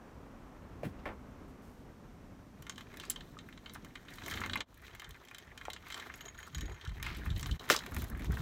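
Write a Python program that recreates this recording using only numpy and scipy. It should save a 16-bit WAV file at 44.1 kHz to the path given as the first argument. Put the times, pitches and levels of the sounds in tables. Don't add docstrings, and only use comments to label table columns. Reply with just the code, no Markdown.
import sys
import numpy as np
from scipy import signal
from scipy.fft import rfft, irfft
from scipy.io import wavfile
from scipy.ndimage import uniform_filter1d

SR = 44100
rng = np.random.default_rng(int(sys.argv[2]) if len(sys.argv) > 2 else 0)


def transcribe(u):
    v = np.clip(np.atleast_2d(u).T, -1, 1)
    q = np.round(v * 32767).astype(np.int16)
    wavfile.write(sys.argv[1], SR, q)


N = 370881

# time_s, drum_db, grit_hiss_db
ROLL = [(2.55, -82, -94), (2.68, -73, -80), (3.0, -63, -77), (3.4, -75, -82), (4.03, -69.5, -80),
        (4.3, -54, -60.5), (4.45, -49.5, -65), (4.6, -97, -80), (4.83, -59.5, -74), (5.8, -66.5, -78.5),
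        (5.98, -53, -60.5), (6.15, -61, -75.5), (6.9, -59.5, -75.5), (7.45, -56.5, -65.5),
        (7.61, -59, -67.5), (7.72, -40.5, -64), (7.87, -57, -67.5), (8.0, -55.5, -58), (8.18, -57.5, -72.5),
        (8.41, -54, -59.5)]
# (per Hz, relative)
DRUM_COLOUR = [(210, -43), (350, 8), (432, 5), (546, -6.5), (675, 2), (881, -2), (1820, 5), (2830, -12.5),
               (3170, -7.5), (5000, -19.5), (6500, -11), (11000, -120)]
GRIT_COLOUR = [(2350, -7.5), (4000, 2.5), (4580, -7.5), (6860, -6), (10300, -16), (11500, -8), (15100, -11),
               (16000, -8), (16500, -29)]
HUM_DB = -17

# start_s, level_db, stem_over_deck_db, crack_over_level_db
JOLTS = [(2.6225, -46, 7, -5), (2.6668, -44, -2, -17), (2.6957, -31.5, 8, -19), (2.7584, -44, 17, -27),
         (2.7793, -38, 1, -19), (2.808, -38, 8, -22), (2.9404, -46, -3, -14), (2.9703, -44.5, 4, -4.5),
         (2.9987, -33.5, 13, -18), (3.035, -40.5, -9, -20), (3.1021, -35, 8.5, 8.5),
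         (3.1596, -34, 10.5, -32), (3.207, -40, 8, -28), (3.3879, -37.5, 10, -40), (3.4874, -47, -14, -12),
         (3.5257, -45, 5.5, -40), (3.5749, -41.5, 7.5, -55), (3.6596, -37, 7, -49), (3.6952, -42, 6, -34),
         (3.736, -55.5, -12, 11), (3.8468, -49, 1, -3.5), (3.9544, -37, 2.5, -32), (4.0835, -40, 5.5, -41),
         (4.1835, -43.5, -2, -33), (4.2355, -42, 6, -27), (4.261, -37.5, 5, -9), (4.2804, -36.5, -16, -6),
         (4.3109, -32.5, 3, -10.5), (4.338, -29.5, 6, -35), (4.3733, -35, 2, -50), (4.4147, -34, -19, -32),
         (4.437, -31, -2, -46), (4.4606, -35.5, 1, -13), (4.496, -31.5, 5, -36), (4.5332, -23, 11.5, -36),
         (4.5567, -27.5, -20, -15), (4.573, -32.5, 14, -41), (4.6052, -25, 7, -29), (4.743, -54, 10, -3),
         (4.7754, -54, 6, 0), (4.8666, -41.5, 22, -28), (4.9491, -43, -3, -5), (4.9965, -33.5, 8, -15),
         (5.0187, -36.5, -6, -16), (5.044, -37.5, 9, -24), (5.0914, -51.5, -2, 3), (5.1072, -41, 13, -11),
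         (5.2504, -50, 15, -3), (5.2845, -42.5, 8, -20), (5.3113, -42.5, -15, -15), (5.346, -35.5, 8, -17),
         (5.3829, -41.5, 2, -5.5), (5.576, -36.5, 4.5, -14.5), (5.6119, -38, -2.5, -28),
         (5.6524, -33.5, -2.5, -24), (5.7012, -31, 9, -16), (5.7325, -30.5, 11.5, -16),
         (5.763, -37.5, 3.5, -31), (5.8678, -41.5, -19, -27), (5.8833, -46, 10, -3), (5.902, -35, 3, -15),
         (5.923, -31, 7, -27), (5.9429, -31, 7, -21), (5.9762, -37, 6, -16), (5.9983, -34.5, 5, -23),
         (6.0226, -42.5, -1, -21), (6.099, -37, -32, -33), (6.1392, -40.5, -0.5, -25),
         (6.2077, -37, 2, -26), (6.2537, -39.5, 8, -22), (6.2812, -41, 1, -23), (6.345, -54, 3, -20),
         (6.377, -44, 8, -19), (6.4018, -43, -1, -15), (6.4286, -41, 2, -18), (6.5469, -31, 7, -22),
         (6.5817, -37.5, 2, -14), (6.6086, -32.5, 10, -13), (6.656, -40, 12, -26), (6.717, -47.5, 4, -24),
         (6.7438, -49, 0, -22), (6.8111, -33.5, 14, -32), (6.8498, -37, 11, -22), (6.874, -37.5, 25, -27),
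         (6.8934, -42, 23, -21), (6.998, -40, -5, -26), (7.027, -30, 5, -6.5), (7.0644, -30, -10, -22),
         (7.102, -34.5, -24, -22), (7.148, -38.5, 2, -20), (7.2602, -35.5, -27, -19),
         (7.303, -32.5, 19, -26), (7.3623, -32.5, 18, -27), (7.395, -35.5, 9, -7), (7.4287, -30, 9, -20),
         (7.459, -28.5, 9, -35), (7.5117, -29, 27, -30), (7.5948, -36, 23, -20), (7.681, -38, -8, -22),
         (7.69, -30, 1, -8), (7.7002, -11, 2, -15), (7.762, -20.5, 23, -16), (7.7891, -25.5, 23, -19),
         (7.837, -36, -4, -24), (7.863, -34, 1.5, -11), (7.9196, -35.5, -25, -14), (7.9454, -35, -16, -1.5),
         (7.965, -29, -6, -10), (8.0195, -36.5, -4, -3), (8.0412, -43, 2, 3.5), (8.099, -49.5, 3, 8),
         (8.149, -39, -29, -27), (8.22, -39, 2, -13), (8.2445, -32.5, -15.5, -16), (8.32, -47, 6, 3),
         (8.3706, -32.5, -30, -16)]
# freq_hz, level_db (relative), t60_s
DECK_MODES = [(1156, -2, 0.014), (1380, -25, 0.0044), (1680, -7, 0.022), (1784, 1.5, 0.02),
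              (2134, 1.5, 0.045), (2400, 9, 0.0083)]
STEM_MODES = [(2900, -10, .015), (3135, -2, .027), (3510, -9, .02), (3890, -4, .022), (4300, -12, .015)]
SMALL_PART_MODES = [(5450, -8, .012), (5930, -3, .018), (7350, -5, .014), (8010, -7, .012)]
CRACK_MODES = [(9250, -6, .008), (11650, -3, .008)]
PIN_MODES = [(6740, 0, .045)]
PIN_OVERTONE_MODES = [(12150, -21, .025)]
MODE_SPREAD_DB, PART_SPREAD_DB = 3.2, 3
SMALL_PARTS_DB, SMALL_PARTS_FOLLOW_CRACK = -1.5, 0.36
PIN_DB, PIN_LOOSE_DB = -22, 28
PIN_LOOSE_FROM_S, PIN_LOOSE_TO_S = 6.12, 6.76
FAINT_JOLTS_PER_S, FAINT_JOLT_DB = 17, 12
DULL_FROM_S, DULL_RING_DB = 7.6, -14

THRUM_FROM_S, THRUM_LENGTH_S, THRUM_DB, THRUM_HZ, THRUM_T60_S = 4.12, 0.57, -53.5, 89, 0.12

# start_s, level_db, body_3_8khz_db (relative)
SNAPS = [(2.9614, -52, -1), (3.0514, -51, 12), (3.113, -40.5, 10), (3.2545, -50, -17), (3.3774, -70, 17),
         (3.746, -37.5, -1), (4.1038, -47, 0), (4.1374, -45, 4), (4.156, -39, -13), (4.299, -37, 4.5),
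         (4.8179, -43, -9), (6.156, -33, -11), (6.175, -41, -4), (6.3879, -36, -11), (6.468, -42, 1),
         (6.478, -44, -1), (7.1686, -33, -7), (7.255, -32.5, -13), (7.378, -31, -13), (7.409, -29, -6),
         (7.4654, -28.5, -15), (7.713, -17, 2), (7.9114, -35, -16), (7.985, -27, -16), (8.081, -37, -18.5),
         (8.1728, -38, -10), (8.194, -39, -4), (8.3399, -35, -11), (8.3764, -44, -5)]
# start_s, peak_db (before the band-pass), pitch_hz, t60_s
KNOCKS = [(.8345, -32, 630, 0.016), (.857, -36, 110, 0.047), (2.696, -33, 6650, 0.0097),
          (4.4165, -29, 1370, 0.011), (1.0585, -37, 1600, 0.012), (3.0997, -18.5, 7600, 0.0055),
          (3.0983, -33, 10500, 0.0034), (3.369, -42.5, 1250, 0.033), (4.5565, -25, 2100, 0.0057),
          (5.6829, -20, 770, 0.0068), (7.7008, -4, 1660, 0.0037), (7.7647, -11.5, 5260, 0.002),
          (7.748, -21, 1160, .012)]
# start_s, level_db, length_s, low_edge_hz, high_edge_hz, bright_edge_db (over the body)
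SLAPS = [(.832, -29.5, 0.017, 340, 830, -24), (.833, -40.5, 0.045, 1220, 2640, -36),
         (0.836, -29.5, 0.071, 59.4, 250, -22.5), (0.99, -57.5, 0.033, 400, 2940, -30),
         (1.058, -31.5, 0.081, 272, 970, -45), (1.0554, -34, 0.057, 1030, 2270, -23.5),
         (1.482, -68, .06, 3000, 15000, -30), (1.62, -66.5, 0.25, 3000, 15000, -30),
         (3.751, -41, 0.032, 665, 1940, -28), (2.998, -52, 0.15, 2180, 4700, -27),
         (5.867, -47.5, 0.32, 990, 3870, -15), (7.04, -38, 0.21, 930, 3600, -16.5),
         (7.702, -20.5, 0.038, 200, 567, -30), (7.705, -26, 0.069, 780, 7000, 0)]
SLAP_GRAIN_DB, SLAP_GRAIN_HZ = 3.5, 160

# peak_start_s (full strength reached), peak_db, hold_s, flutter_over_swing_db
GUSTS = [(.15, -53.5, 0.083, -30), (.6, -55.5, 0.6, -32), (4.256, -59, 0.32, 4.5), (4.94, -51, .02, -12),
         (5.086, -48.5, 0.025, -20), (5.48, -54, .03, -20), (6.573, -35, 0.0074, -16.5),
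         (6.634, -34.5, 0.0079, -11.5), (6.697, -42, 0.034, -26), (6.882, -36, 0.031, -30),
         (6.978, -41.5, 0.27, -12.5), (7.275, -31.5, 0.0083, -22), (7.314, -30, 0.0091, -21),
         (7.357, -30.5, .01, -22), (7.427, -38, .04, -15), (7.507, -29, 0.016, -20.5),
         (7.915, -40.5, 0.018, -11), (7.973, -34, 0.0089, -7.5), (8.02, -33, 0.0091, -15),
         (8.124, -36.5, 0.043, -10), (8.216, -37, .01, -8.5), (8.291, -27, 0.014, -17),
         (8.337, -32.5, 0.0081, -18), (8.392, -35, 0.023, -7.5)]
# (per Hz, relative)
WIND_COLOUR = [(15, -33), (25, -7), (40, -3), (59, 2.5), (115, -6), (170, -13), (220, -27), (370, -120)]
GUST_RISE_DB_PER_S, GUST_FALL_DB_PER_S = 406, 357
BREEZE_FROM_S, BREEZE_DB, BREEZE_SWAY_DB, BREEZE_FLUTTER_DB = 4.7, -60, 3, -15.5

# time_s, level_db, wash_above_600hz_db
FAR = [(0.0, -57, 5), (1.0, -52, 2), (1.9, -54, 0), (4.05, -55.5, -2.5), (4.6, -54.5, 7),
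       (4.75, -70.5, 8.5), (6.1, -58.5, 3), (7.0, -68.5, 2.5), (7.6, -54, 4.5), (8.41, -51.5, 2.5)]
# (per Hz, relative)
FAR_COLOUR = [(15, -34), (25, 7.5), (65, -1.5), (130, -3), (184, -3.5), (265, -1.5), (319, -8.5),
              (854, -17.5), (1070, -17.5), (1320, -19.5), (2510, -31.5), (6000, -53), (7800, -71),
              (13200, -120)]

# (per Hz, relative)
SELF_NOISE_COLOUR = [(1180, -14), (2000, -5), (5010, -10.5), (5720, -8), (10500, -18), (14600, -15.5),
                     (16500, -31)]
SELF_NOISE_DB = -74
# bottom_s, depth_db (from the level before), fade_out_s, fade_in_s, gain_after_db
DIPS = [(4.655, -22.5, 0.038, 0.034, -3), (7.587, -26, 0.021, 0.0097, -3)]
LOW_CUT_HZ, HIGH_CUT_HZ = 34.0, 16700


def from_db(db):
    return 10 ** (np.asarray(db) / 20)


def rms_one(x):
    return x / np.sqrt(np.mean(x ** 2) + 1e-20)


def in_time(rows, before_db=None):
    time_s, *columns = np.transpose(rows)
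    return [np.interp(np.arange(N) / SR, time_s, c, left=before_db) for c in columns]


def coloured(x, spectrum):
    hz, db = np.transpose(spectrum)
    grid_hz = np.arange(1, N // 2 + 2) * SR / N
    gain_db = np.interp(np.log(grid_hz), np.log(hz), db, left=-90, right=-90)
    return rms_one(irfft(rfft(x) * from_db(gain_db), N))


def band(x, low_hz, high_hz):
    edges_hz = [low_hz, min(high_hz, .45 * SR)]
    return signal.sosfilt(signal.butter(2, edges_hz, "band", fs=SR, output="sos"), x)


def drift(rate_hz):
    r = np.exp(-2 * np.pi * rate_hz / SR)
    white = rng.standard_normal(N + SR)
    return rms_one(signal.lfilter([1], [1, -2 * r, r * r], white)[SR:])


def evened(x, span_s):
    power = uniform_filter1d(x ** 2, max(round(span_s * SR), 1))
    return x / np.sqrt(power + 0.019 * np.mean(x ** 2))


def patchy(x, edges_hz, depth_db, rate_hz):
    out = np.zeros(N)
    for k, (low_hz, high_hz) in enumerate(zip(edges_hz, edges_hz[1:])):
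        sign = (-1) ** k
        out += sign * band(x, low_hz, high_hz) * from_db(depth_db * drift(rate_hz))
    return out


def ring(x, hz, t60_s):
    r, w = from_db(-60 / (t60_s * SR)), 2 * np.pi * hz / SR
    return signal.lfilter([0, np.sin(w)], [1, -2 * r * np.cos(w), r * r], x + 1e-18)


def dying(clicks, t60_s):
    return signal.lfilter([1], [1, -from_db(-60 / (t60_s * SR))], clicks + 1e-18)


def grit(per_s, spread_db):
    sizes = from_db(spread_db * np.minimum(rng.exponential(1, N), 5)) * rng.choice([-1, 1], N)
    clicks = sizes * (rng.random(N) < per_s / SR)
    return rms_one(clicks) + 0.61 * rng.standard_normal(N)


def rolling():
    drum_db, hiss_db = in_time(ROLL, before_db=-100)
    t = np.arange(N) / SR
    drum = coloured(grit(per_s=700.0, spread_db=2.0), DRUM_COLOUR)
    drum = patchy(drum, [250, 900, 1400, 2000, 3000, 6500], depth_db=5.5, rate_hz=25.0)
    hiss = coloured(grit(per_s=1100.0, spread_db=-0.5), GRIT_COLOUR)
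    hiss = hiss * from_db(2.95 * drift(19.0))

    shaking = grit(per_s=150.0, spread_db=7.0)
    hum = np.zeros(N)
    for hz, level_db, t60_s in DECK_MODES[3:] + STEM_MODES:
        hum += from_db(level_db) * rms_one(ring(shaking, hz, t60_s))
    pin_hz, _, pin_t60_s = PIN_MODES[0]
    hum += from_db(pin_db(t) - 14) * rms_one(ring(shaking, pin_hz, pin_t60_s))
    hum *= from_db(HUM_DB + DULL_RING_DB * (t > DULL_FROM_S))

    throb = from_db(1.5 * drift(30.0))
    return throb * ((drum + hum) * from_db(drum_db - 1.5) + hiss * from_db(hiss_db + 4.0))


def pin_db(s):
    return PIN_DB + PIN_LOOSE_DB * ((s > PIN_LOOSE_FROM_S) & (s < PIN_LOOSE_TO_S))


def blows_by_part():
    first_s = ROLL[0][0]
    span_s = N / SR - first_s
    luck = rng.random((round(FAINT_JOLTS_PER_S * span_s), 4))
    faint_s = first_s + luck[:, 0] * (span_s - .06)
    drum_db = np.interp(faint_s, *np.transpose(ROLL)[:2])
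    faint_db = drum_db + FAINT_JOLT_DB - 8 * luck[:, 1]
    faint = [faint_s, faint_db, 30 * (luck[:, 2] - .5), -10 - 25 * luck[:, 3]]
    s, level_db, lean_db, crack_db = np.hstack([np.transpose(JOLTS), faint])

    spread_db = PART_SPREAD_DB * rng.standard_normal((len(s), 2))
    deck_db = level_db - np.maximum(lean_db, 0)
    stem_db = level_db + np.minimum(lean_db, 0)
    small_db = (stem_db + level_db) / 2 + SMALL_PARTS_DB
    small_db = small_db + SMALL_PARTS_FOLLOW_CRACK * crack_db + spread_db[:, 0]
    loose_db = level_db + pin_db(s) + spread_db[:, 1]
    return s, [deck_db, stem_db, small_db, loose_db, level_db + crack_db]


def rattle():
    s, blows_db = blows_by_part()
    at, out = np.round(s * SR).astype(int), np.zeros(N)
    luck = rng.standard_normal((len(at), 27))
    blows_db = blows_db + [blows_db[3]]
    # modes, ring_db, splash_db, low_hz, high_hz, splash_t60_s
    parts = [(DECK_MODES, -9.1, 6.1, 900, 2600, .04),
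             (STEM_MODES, -8.1, 1.1, 2600, 4600, .03),
             (SMALL_PART_MODES, -10.1, 3.1, 4600, 8800, .025),
             (PIN_MODES, -3.1, -14.1, 6400, 7100, .025),
             (CRACK_MODES, -12.1, 1.9, 8800, 17000, .025),
             (PIN_OVERTONE_MODES, -3, -30, 11000, 13500, .02)]
    touches = [(0, 0.44), (.0015, 0.86), (.005, .5), (.019, 0.23)]
    dull_db = DULL_RING_DB * (s > DULL_FROM_S)
    mode = 0
    for blow_db, (modes, ring_db, splash_db, low_hz, high_hz, splash_t60_s) in zip(blows_db, parts):
        clicks = np.zeros(N)
        clicks[at] = from_db(blow_db + splash_db)
        part = dying(clicks, splash_t60_s) * rng.standard_normal(N)
        for hz, level_db, t60_s in modes:
            uneven_db = MODE_SPREAD_DB * np.clip(luck[:, mode], -2, 1)
            strength = from_db(blow_db + dull_db + ring_db + level_db + uneven_db)
            clicks = np.zeros(N)
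            for k, (gap_s, share) in enumerate(touches):
                gap = np.round(gap_s * SR * from_db(3.0 * luck[:, 23 + k])).astype(int)
                clicks[at + gap] += share * strength
            part += ring(clicks, hz, t60_s)
            mode += 1
        out += band(band(part, low_hz, high_hz), 1.013 * low_hz, 0.9373 * high_hz)
    return out


def thrum():
    phase = np.clip((np.arange(N) / SR - THRUM_FROM_S) / THRUM_LENGTH_S, 0, 1)
    swell = np.sqrt(np.sin(np.pi * phase) + 1e-12)
    return from_db(THRUM_DB) * swell * rms_one(ring(rng.standard_normal(N), THRUM_HZ, THRUM_T60_S))


def snaps():
    s, level_db, body_db = np.transpose(SNAPS)
    bands = [(level_db - 14.5, 9000, 17000), (level_db + body_db - 8.0, 2800, 8500)]
    out = np.zeros(N)
    for band_db, low_hz, high_hz in bands:
        clicks = np.zeros(N)
        clicks[np.round(s * SR).astype(int)] = from_db(band_db)
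        out += band(dying(clicks, 0.046) * rng.standard_normal(N), low_hz, high_hz)
    return out


def knocks():
    out = np.zeros(N)
    for s, peak_db, hz, t60_s in KNOCKS:
        click = np.zeros(round(.08 * SR))
        click[0] = from_db(peak_db)
        i = round(s * SR)
        out[i:i + len(click)] += band(ring(click, hz, t60_s), hz / 2, hz * 4.0)
    return out


def slaps():
    out = np.zeros(N)
    grain = from_db(SLAP_GRAIN_DB * np.clip(drift(SLAP_GRAIN_HZ), -3, 1))
    t = np.arange(round(.3 * SR)) / SR
    for s, level_db, length_s, low_hz, high_hz, edge_db in SLAPS:
        white = rng.standard_normal(len(t))
        body = band(band(white, low_hz, high_hz), 0.13 * low_hz, 2.8 * high_hz)
        burst = evened(body, 0.096) + from_db(edge_db) * white
        envelope = np.exp(-(1.54 * t / length_s) ** 1.83)
        i = round(s * SR)
        out[i:i + len(t)] += from_db(level_db - 8) * burst * envelope
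    return out * grain


def wind():
    t = np.arange(N) / SR
    swing = from_db(BREEZE_DB + BREEZE_SWAY_DB * drift(3.8)) * (t > BREEZE_FROM_S)
    lumps = swing * from_db(BREEZE_FLUTTER_DB)
    for peak_start_s, peak_db, hold_s, flutter_db in GUSTS:
        rise_db = GUST_RISE_DB_PER_S * np.clip(peak_start_s - t, 0, 1)
        fall_db = GUST_FALL_DB_PER_S * np.clip(t - peak_start_s - hold_s, 0, 1)
        gust = from_db(peak_db - rise_db - fall_db)
        swing = np.maximum(swing, gust)
        lumps = np.maximum(lumps, gust * from_db(flutter_db))
    swings = evened(coloured(rng.standard_normal(N), WIND_COLOUR), 0.0375)
    flutter = rms_one(band(band(rng.standard_normal(N), 164, 331), 91, 580))
    flutter = flutter * from_db(2.8 * drift(34.0))
    return swing * swings + lumps * flutter


def far():
    level_db, wash_db = in_time(FAR)
    rumble = coloured(rng.standard_normal(N), FAR_COLOUR)
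    low = signal.sosfilt(signal.butter(2, 600, fs=SR, output="sos"), rumble)
    wash = (rumble - low) * from_db(wash_db)
    return (low + wash) * from_db(level_db + 1.0 + 1.1 * drift(18.0))


def scatter(blows):
    t = np.arange(round(.09 * SR)) / SR
    tail = rng.standard_normal(len(t)) * from_db(-60 * t / 0.12) * (t > .003)
    echo = from_db(-33.5) * signal.fftconvolve(blows, tail)[:N]
    return band(echo, 290, 7600)


def scene():
    blows = rattle() + snaps() + knocks() + slaps()
    return (rolling() + blows + scatter(blows) + thrum() + wind() + far())[None]


def dips_db():
    t, out, before_db = np.arange(N) / SR, 0.0, 0
    for s, depth_db, fade_out_s, fade_in_s, after_db in DIPS:
        out = out + np.interp(t, [s - fade_out_s, s, s + fade_in_s], [0, depth_db, after_db - before_db])
        before_db = after_db
    return out + 1.0


def record(dry):
    hiss = from_db(SELF_NOISE_DB) * coloured(rng.standard_normal(N), SELF_NOISE_COLOUR)
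    low_cut = signal.butter(4, LOW_CUT_HZ, "high", fs=SR, output="sos")
    high_cut = signal.cheby2(12, 60, HIGH_CUT_HZ, fs=SR, output="sos")
    thin = signal.sosfilt(low_cut, dry + hiss)
    return signal.sosfilt(high_cut, thin * from_db(dips_db()))


dry = scene()
out = record(dry)
transcribe(out)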